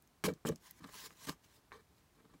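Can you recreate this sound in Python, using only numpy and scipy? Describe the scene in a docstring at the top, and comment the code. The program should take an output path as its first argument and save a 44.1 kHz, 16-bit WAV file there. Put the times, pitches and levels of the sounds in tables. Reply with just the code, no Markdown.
"""In a quiet room, a hand turns a stiff card on a cutting mat and brings small scissors to the cloth on it.
The card edge knocks, scrapes and booms on the table: contact pulses and random jolts ring its resonances.
It slides with a dry hiss, made of dense random slips coloured by a spectrum.
Short bursts of bright noise make the scissor ticks and the sharp top of a hard card knock.
A short dull room tail and steady air and hiss lie behind.
"""
import sys
import numpy as np
from scipy import signal
from scipy.fft import rfft, irfft
from scipy.io import wavfile
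from scipy.ndimage import uniform_filter1d

SR = 44100
rng = np.random.default_rng(int(sys.argv[2]) if len(sys.argv) > 2 else 0)


def dump_mix(stems):
    """Bounce the given channels to the path in sys.argv[1] as a 16-bit WAV at rate SR."""
    frames = np.atleast_2d(stems).T  # one column per channel
    limited = np.clip(frames, -1, 1)  # hard clip at full scale
    pcm = np.round(limited * 32767).astype(np.int16)
    wavfile.write(sys.argv[1], SR, pcm)


def volts_from_db(level):
    """Convert decibel levels to linear amplitude ratios."""
    exponent = np.asarray(level, float) / 20
    return 10 ** exponent


N = 105840  # 2.4 s

# Card edge dragged over the mat or pressed by the blades, one gain curve a bump:
# time_s, flexing_db, bend_hz, grain_db, scrape_db
BUMPS = [
    [(0.239, -38, 300, -37.5, -39), (0.262, -33.5, 192, -38.5, -38.5), (0.28, -40, 182, -58.5, -56),
     (0.29, -32, 605, -42, -57.5), (0.318, -43, 293, -64, -68), (0.33, -45, 176, -67, -86),
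     (0.34, -64, 152, -70, -69), (0.352, -68, 333, -92, -79), (0.38, -64, 353, -72, -98)],
    [(0.452, -33, 237, -47.5, -60), (0.472, -39, 227, -54, -43.5), (0.49, -34.5, 230, -45, -50.5),
     (0.504, -39, 412, -54, -71), (0.514, -41.5, 290, -87, -64), (0.522, -42, 293, -52, -67),
     (0.55, -50, 163, -98, -82), (0.56, -56, 285, -82, -79), (0.584, -78, 310, -103, -77)],
    [(0.8, -76, 313, -70, -88), (0.81, -53.5, 312, -63, -74), (0.826, -81, 280, -75, -73),
     (0.844, -51, 260, -47.5, -63), (0.858, -49.5, 270, -63, -74), (0.876, -68, 308, -67.5, -63),
     (0.89, -60, 368, -58, -73), (0.9, -76, 382, -63, -86)],
    [(1.269, -50.5, 196, -60, -54), (1.295, -41.5, 336, -39, -45), (1.309, -44.5, 153, -61.5, -56),
     (1.329, -75, 149, -57.5, -62), (1.355, -69, 272, -86, -82), (1.37, -73, 274, -80, -84)],
    [(1.72, -61, 392, -49, -87), (1.728, -62, 435, -53, -69.5), (1.752, -63.5, 500, -61, -73),
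     (1.768, -65, 487, -63.5, -72.5), (1.792, -60.5, 465, -69, -86), (1.81, -71, 413, -68, -75),
     (1.827, -99, 400, -89, -94)],
    [(2.15, -72, 292, -88, -80), (2.206, -69.5, 287, -66.5, -92), (2.236, -76, 268, -113, -102),
     (2.25, -62, 250, -64, -88), (2.286, -84, 273, -107, -92), (2.298, -65, 283, -69.5, -87),
     (2.33, -70, 281, -78, -88), (2.342, -63, 285, -65, -74), (2.366, -63.5, 250, -92.5, -99), ],
]
# Card and fingers sliding lightly, one gain curve a stroke: time_s, hiss_db, rumble_db
SLIDES = [
    [(0.6, -81, -90), (0.616, -68.5, -74), (0.656, -61, -76), (0.666, -57, -85), (0.694, -65, -73),
     (0.712, -62.5, -91), (0.726, -76, -102), (0.8, -65, -92)],
    [(0.89, -60, -62), (0.908, -63.5, -69), (0.938, -54.5, -77), (0.956, -51.5, -58), (0.978, -54, -76),
     (0.996, -49.5, -72), (1.025, -53, -72), (1.066, -48, -64.5), (1.086, -66, -76), (1.14, -66, -67)],
    [(1.14, -71, -80), (1.256, -51, -71.5), (1.262, -60, -78), (1.275, -42, -55)],
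    [(1.41, -89, -79), (1.446, -64, -83), (1.47, -73.5, -100), (1.48, -74.5, -72.5), (1.548, -66.5, -81),
     (1.564, -65, -83), (1.592, -77, -76), (1.63, -96, -103)],
    [(1.9, -96, -76), (1.98, -73.5, -80), (2.05, -86, -78)],
]
# Blows on the card: start_s, swing_peak_db, contact_s, boom_peak_db, bend_hz
KNOCKS = [(0.2389, -27, 0.00012, -31.5, 330), (0.276, -37, 0.0003, -27, 510),
          (0.2866, -34.5, 0.00011, -37.5, 593), (0.306, -49, 0.00054, -41.5, 179),
          (0.3150, -60, 0.00032, -46.5, 316), (0.4506, -31.5, 0.00018, -33, 356),
          (0.4593, -31.5, 0.0002, -49, 513), (0.4938, -34.5, 0.00032, -27.5, 530),
          (0.5048, -68, 0.00066, -35.5, 184), (.5335, -55, 0.00047, -50.5, 182),
          (.818, -48.5, 0.0011, -56.5, 193), (.843, -42, 0.000065, -64, 200),
          (1.1064, -45, 0.00011, -74, 293), (1.2695, -49, 0.00033, -56, 300),
          (1.2940, -30, 0.000051, -43, 153), (1.7110, -54.5, 0.00014, -69, 298),
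          (1.7189, -38.5, 0.00013, -59, 410), (1.748, -70, 0.00022, -57.5, 496),
          (2.204, -60, 0.000096, -61, 230), (2.248, -63.5, 0.00019, -61, 230),
          (2.340, -60.5, 0.0002, -56, 280)]
# Bright ticks: scissor blades and pivot, and the sharp top of a hard card knock:
# start_s, level_db, centre_hz
BRIGHT_TICKS = [(0.023, -56, 13400), (0.0748, -57.5, 6790), (0.2669, -32.5, 4400), (0.2868, -39, 4530),
                (0.3372, -48.5, 6240), (0.4883, -28, 6400), (0.5590, -41.5, 6100), (0.7099, -42, 14200),
                (0.87, -58, 13000), (1.294, -30.5, 4900), (1.514, -62, 3700), (1.9819, -60, 4240)]
# Low modes of the card on the table: pitch_hz, width_hz, level_db
BOOM_MODES = [(54, 38, -4.5), (98.7, 20, -2.5), (155.7, 18.5, 6.5), (187.4, 23.5, 2), (230, 22.3, 3),
              (287, 24.7, 0), (335, 36.3, -1), (454, 35, 2), (510, 34, -3.5), (608, 82, -8)]
# Middle and high modes of the card: pitch_hz, width_hz, level_db
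CARD_MODES = [(780, 60, -0.5), (922, 103, 3), (1085, 198, 7.5), (1277, 180, 4.5), (1548, 114, 1.5),
              (1798, 190, 0.5), (2303, 13, 5.5), (3030, 820, -15), (4100, 570, -8)]
# Colour of the scraping edge, relative density per Hz: pitch_hz, level_db
SCRAPE_COLOUR = [(1290, -57), (2200, -3), (2750, -8.5), (3090, -1.5), (3440, -11), (5170, -6), (7970, -8),
                 (9410, -11), (16000, -15)]
# Colour of the light sliding, relative density per Hz: pitch_hz, level_db
HISS_COLOUR = [(290, -19), (500, -10.5), (750, -12), (1030, 3), (1380, -8), (1570, -1), (2610, -5.5),
               (6610, -6), (9090, -10), (14700, -12.5), (16000, -7.5)]
# Colour of the room air and microphone hiss, relative density per Hz: pitch_hz, level_db
AIR_COLOUR = [(26, -13), (45, 1.5), (251, -9.5), (411, -13), (525, -17.5), (656, -15), (1050, -16),
              (1370, -19), (3240, -24.5), (3490, -24), (16000, -31)]

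JOLTS_PER_S, JOLT_SPREAD_DB, JOLT_TOP_HZ = 250, 3.0, 1110
BEND_OCTAVES, BEND_LIFT_DB = 0.3, 10.5  # modes near the bend pitch ring louder
RING_DB, RING_S = -11, 0.0061
HARD_CONTACT_S = 0.0001  # contacts longer than this give more ring against the click
CRACK_DB, CRACK_S = -11, 0.002
SLIPS_PER_S, SLIP_SPREAD_DB = 24000, 1.5
CATCHES_PER_S, CATCH_SPREAD_DB = 1500, 1.5
CATCH_SHARE = 0.35  # coarse catches against fine slips
PATCH_DB = 2.6
BLADE_HZ, BLADE_WIDTH_HZ, BLADE_DB = 7760, 26, -19.5
TICK_S, TICK_WIDTH, TICK_WIDE_DB = 0.0016, 0.24, -1.5  # width as a share of the centre pitch
ROOM_DB, ROOM_T60_S, ROOM_TOP_HZ = -18, 0.1, 5360
AIR_DB = -70
BASS_CUT_HZ, EDGE_HZ = 48, 15900


def flexing():
    """Soft jolts set the card booming; its bend decides which low modes speak."""
    jolts = clicks(JOLTS_PER_S, JOLT_SPREAD_DB) + 0.33 * rng.standard_normal(N)
    jolts = signal.sosfilt(signal.butter(4, JOLT_TOP_HZ, fs=SR, output="sos"), jolts)
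    modes = body(jolts, BOOM_MODES)
    rows = np.concatenate(BUMPS)
    bend_hz = np.interp(np.arange(N) / SR, rows[:, 0], rows[:, 2])
    boom = steady(evened(bent(modes, bend_hz)), size=900)
    rumble = evened(modes.sum(0))
    return level(BUMPS, axis=1) * boom + level(SLIDES, axis=2) * rumble


def bent(modes, bend_hz):
    """Sums the low modes, lifting those near the bend pitch."""
    octaves_off = np.log2(np.array(BOOM_MODES)[:, :1] / bend_hz)
    lift = volts_from_db(BEND_LIFT_DB * np.exp(-(octaves_off / BEND_OCTAVES) ** 2))
    return (modes * lift).sum(0)


def knocks():
    """Each blow is one swing of pressure scaled by the contact time, a crack, the card's ring and its boom."""
    out, t = np.zeros(N), np.arange(5000) / SR
    noises = rng.standard_normal((len(KNOCKS), 5000))
    for (s, swing_db, contact, boom_db, bend_hz), noise in zip(KNOCKS, noises):
        u = t / contact - 4  # the push peaks four contact times in
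        push = np.exp(-u ** 2 / 2)
        swing = u * np.exp(0.5 - u ** 2 / 2)  # peaks at 1
        ring = body(push * (1 + 0.13 * noise), CARD_MODES).sum(0)
        ring = ring / abs(ring).max() * np.exp(-t / RING_S)
        ring_gain = volts_from_db(RING_DB) * np.sqrt(contact / HARD_CONTACT_S)
        # a longer contact dulls the crack
        soft = np.exp(-1 / (contact * SR))
        crack = evened(signal.lfilter([1], [1, -2 * soft, soft ** 2], noise)) * np.exp(-t / CRACK_S)
        hit = swing + ring_gain * ring + volts_from_db(CRACK_DB) * crack
        boom = bent(body(push, BOOM_MODES), bend_hz)
        add(out, s, volts_from_db(swing_db) * hit + volts_from_db(boom_db) * boom / abs(boom).max())
    return out


def scraping():
    """Coarse catches ring the card's middle modes; fine slips hiss on top and make a blade sing faintly."""
    catches = clicks(CATCHES_PER_S, CATCH_SPREAD_DB)
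    grain = steady(evened(body(catches, CARD_MODES).sum(0)), size=500)
    slips = fibres()
    blade = evened(resonate(slips, BLADE_HZ, BLADE_WIDTH_HZ))
    fine = patchy(coloured(slips, SCRAPE_COLOUR)) + volts_from_db(BLADE_DB) * blade
    return level(BUMPS, axis=3) * grain + level(BUMPS, axis=4) * fine


def bright_ticks():
    """Scissor steel or the top of a hard card knock: brief bright noise, part around one centre and part wide."""
    out, t = np.zeros(N), np.arange(1500) / SR
    noises = rng.standard_normal((len(BRIGHT_TICKS), 1500))
    for (s, db, hz), noise in zip(BRIGHT_TICKS, noises):
        centred = evened(resonate(noise, hz, TICK_WIDTH * hz))
        wide = evened(np.diff(noise, prepend=0))
        fizz = centred + volts_from_db(TICK_WIDE_DB) * wide
        add(out, s, volts_from_db(db) * 0.5 * fizz * np.exp(-t / TICK_S))
    return out


def sliding():
    """Dense light slips between card, skin and mat."""
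    return level(SLIDES, axis=1) * patchy(coloured(fibres(), HISS_COLOUR))


def fibres():
    """Dense fine slips with coarser catches among them."""
    return clicks(SLIPS_PER_S, SLIP_SPREAD_DB) + CATCH_SHARE * clicks(CATCHES_PER_S, SLIP_SPREAD_DB)


def patchy(x):
    """Uneven fibres make the colour of a rub drift in random patches."""
    z = signal.stft(x, nperseg=256)[2]
    patches = uniform_filter1d(rng.standard_normal(z.shape), size=3, axis=0)  # across pitch
    patches = evened(uniform_filter1d(patches, size=14, axis=1))  # across time
    return evened(signal.istft(z * volts_from_db(PATCH_DB * patches), nperseg=256)[1][:N])


def room(x):
    """Table and walls return a short dull tail of decaying noise."""
    t = np.arange(SR // 3) / SR
    noise = signal.lfilter(*signal.butter(1, ROOM_TOP_HZ, fs=SR), rng.standard_normal(len(t)))
    tail = noise * volts_from_db(-60 * t / ROOM_T60_S) * (t > 0.004)  # a 4 ms gap comes first
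    return volts_from_db(ROOM_DB) * signal.fftconvolve(x, tail / np.linalg.norm(tail))[:N]


def air():
    """Steady room air and microphone hiss, as coloured noise."""
    return volts_from_db(AIR_DB) * coloured(rng.standard_normal(N), AIR_COLOUR)


def clicks(per_s, spread_db):
    """Random tiny slips of random sign; a few are large."""
    size = volts_from_db(spread_db * np.minimum(rng.exponential(1, N), 4)) * rng.standard_normal(N)
    return evened(size * (rng.random(N) < per_s / SR))


def resonate(x, hz, width):
    """One two-pole resonance of gain near 1."""
    r = np.exp(-np.pi * width / SR)
    return signal.lfilter([1 - r, 0, -r * (1 - r)], [1, -2 * r * np.cos(2 * np.pi * hz / SR), r * r], x)


def body(x, modes):
    """Passes a force through resonances of alternating sign, one row of sound a mode."""
    return np.array([(-1) ** k * volts_from_db(db) * resonate(x, hz, w) for k, (hz, w, db) in enumerate(modes)])


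def coloured(x, points):
    """Gives x a spectrum read on a log-frequency axis, at rms 1."""
    f, db = np.transpose(points)
    hz = np.fft.rfftfreq(len(x), 1 / SR)
    gain = volts_from_db(np.interp(np.log(hz + 1), np.log(f + 1), db))
    return evened(irfft(rfft(x) * gain, len(x)))


def evened(x):
    """Scales to rms 1."""
    return x / np.sqrt(np.mean(x ** 2) + 1e-20)


def steady(x, size):
    """Evens out the slow chance swings of a texture over a window of size samples."""
    return x / np.sqrt(uniform_filter1d(x ** 2, size) + 0.44)


def level(tables, axis):
    """Gain over time from one column of the stroke tables, silent between strokes."""
    t, out = np.arange(N) / SR, np.zeros(N)
    for rows in tables:
        s, db = np.array(rows)[:, 0], np.array(rows)[:, axis]
        edge = np.clip(np.minimum((t - s[0]) / 0.001, (s[-1] - t) / 0.002), 0, 1)  # 1 ms in, 2 ms out
        out += edge * volts_from_db(np.interp(t, s, db))
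    return out


def add(mix, s, sound):
    """Mixes a sound in at time s in seconds."""
    part = mix[round(s * SR):][:len(sound)]
    part += sound[:len(part)]


def scene():
    """All handling sounds in the room over the steady air and microphone hiss."""
    near = flexing() + knocks() + scraping() + bright_ticks() + sliding()
    return (near + room(near) + air())[None]


def top_cut(x):
    """Nothing passes above the cut-off."""
    return signal.sosfilt(signal.butter(12, 16510, fs=SR, output="sos"), x)


def record(dry):
    """The microphone cuts the bass and a steep filter limits the treble."""
    bass_cut = signal.butter(2, BASS_CUT_HZ, "high", fs=SR, output="sos")
    band_limit = signal.firwin(255, EDGE_HZ, window=("kaiser", 7), fs=SR)
    mix = signal.sosfilt(bass_cut, dry)
    mix = signal.oaconvolve(mix, band_limit[None], "same")
    return top_cut(mix)


dry = scene()
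out = record(dry)
dump_mix(out)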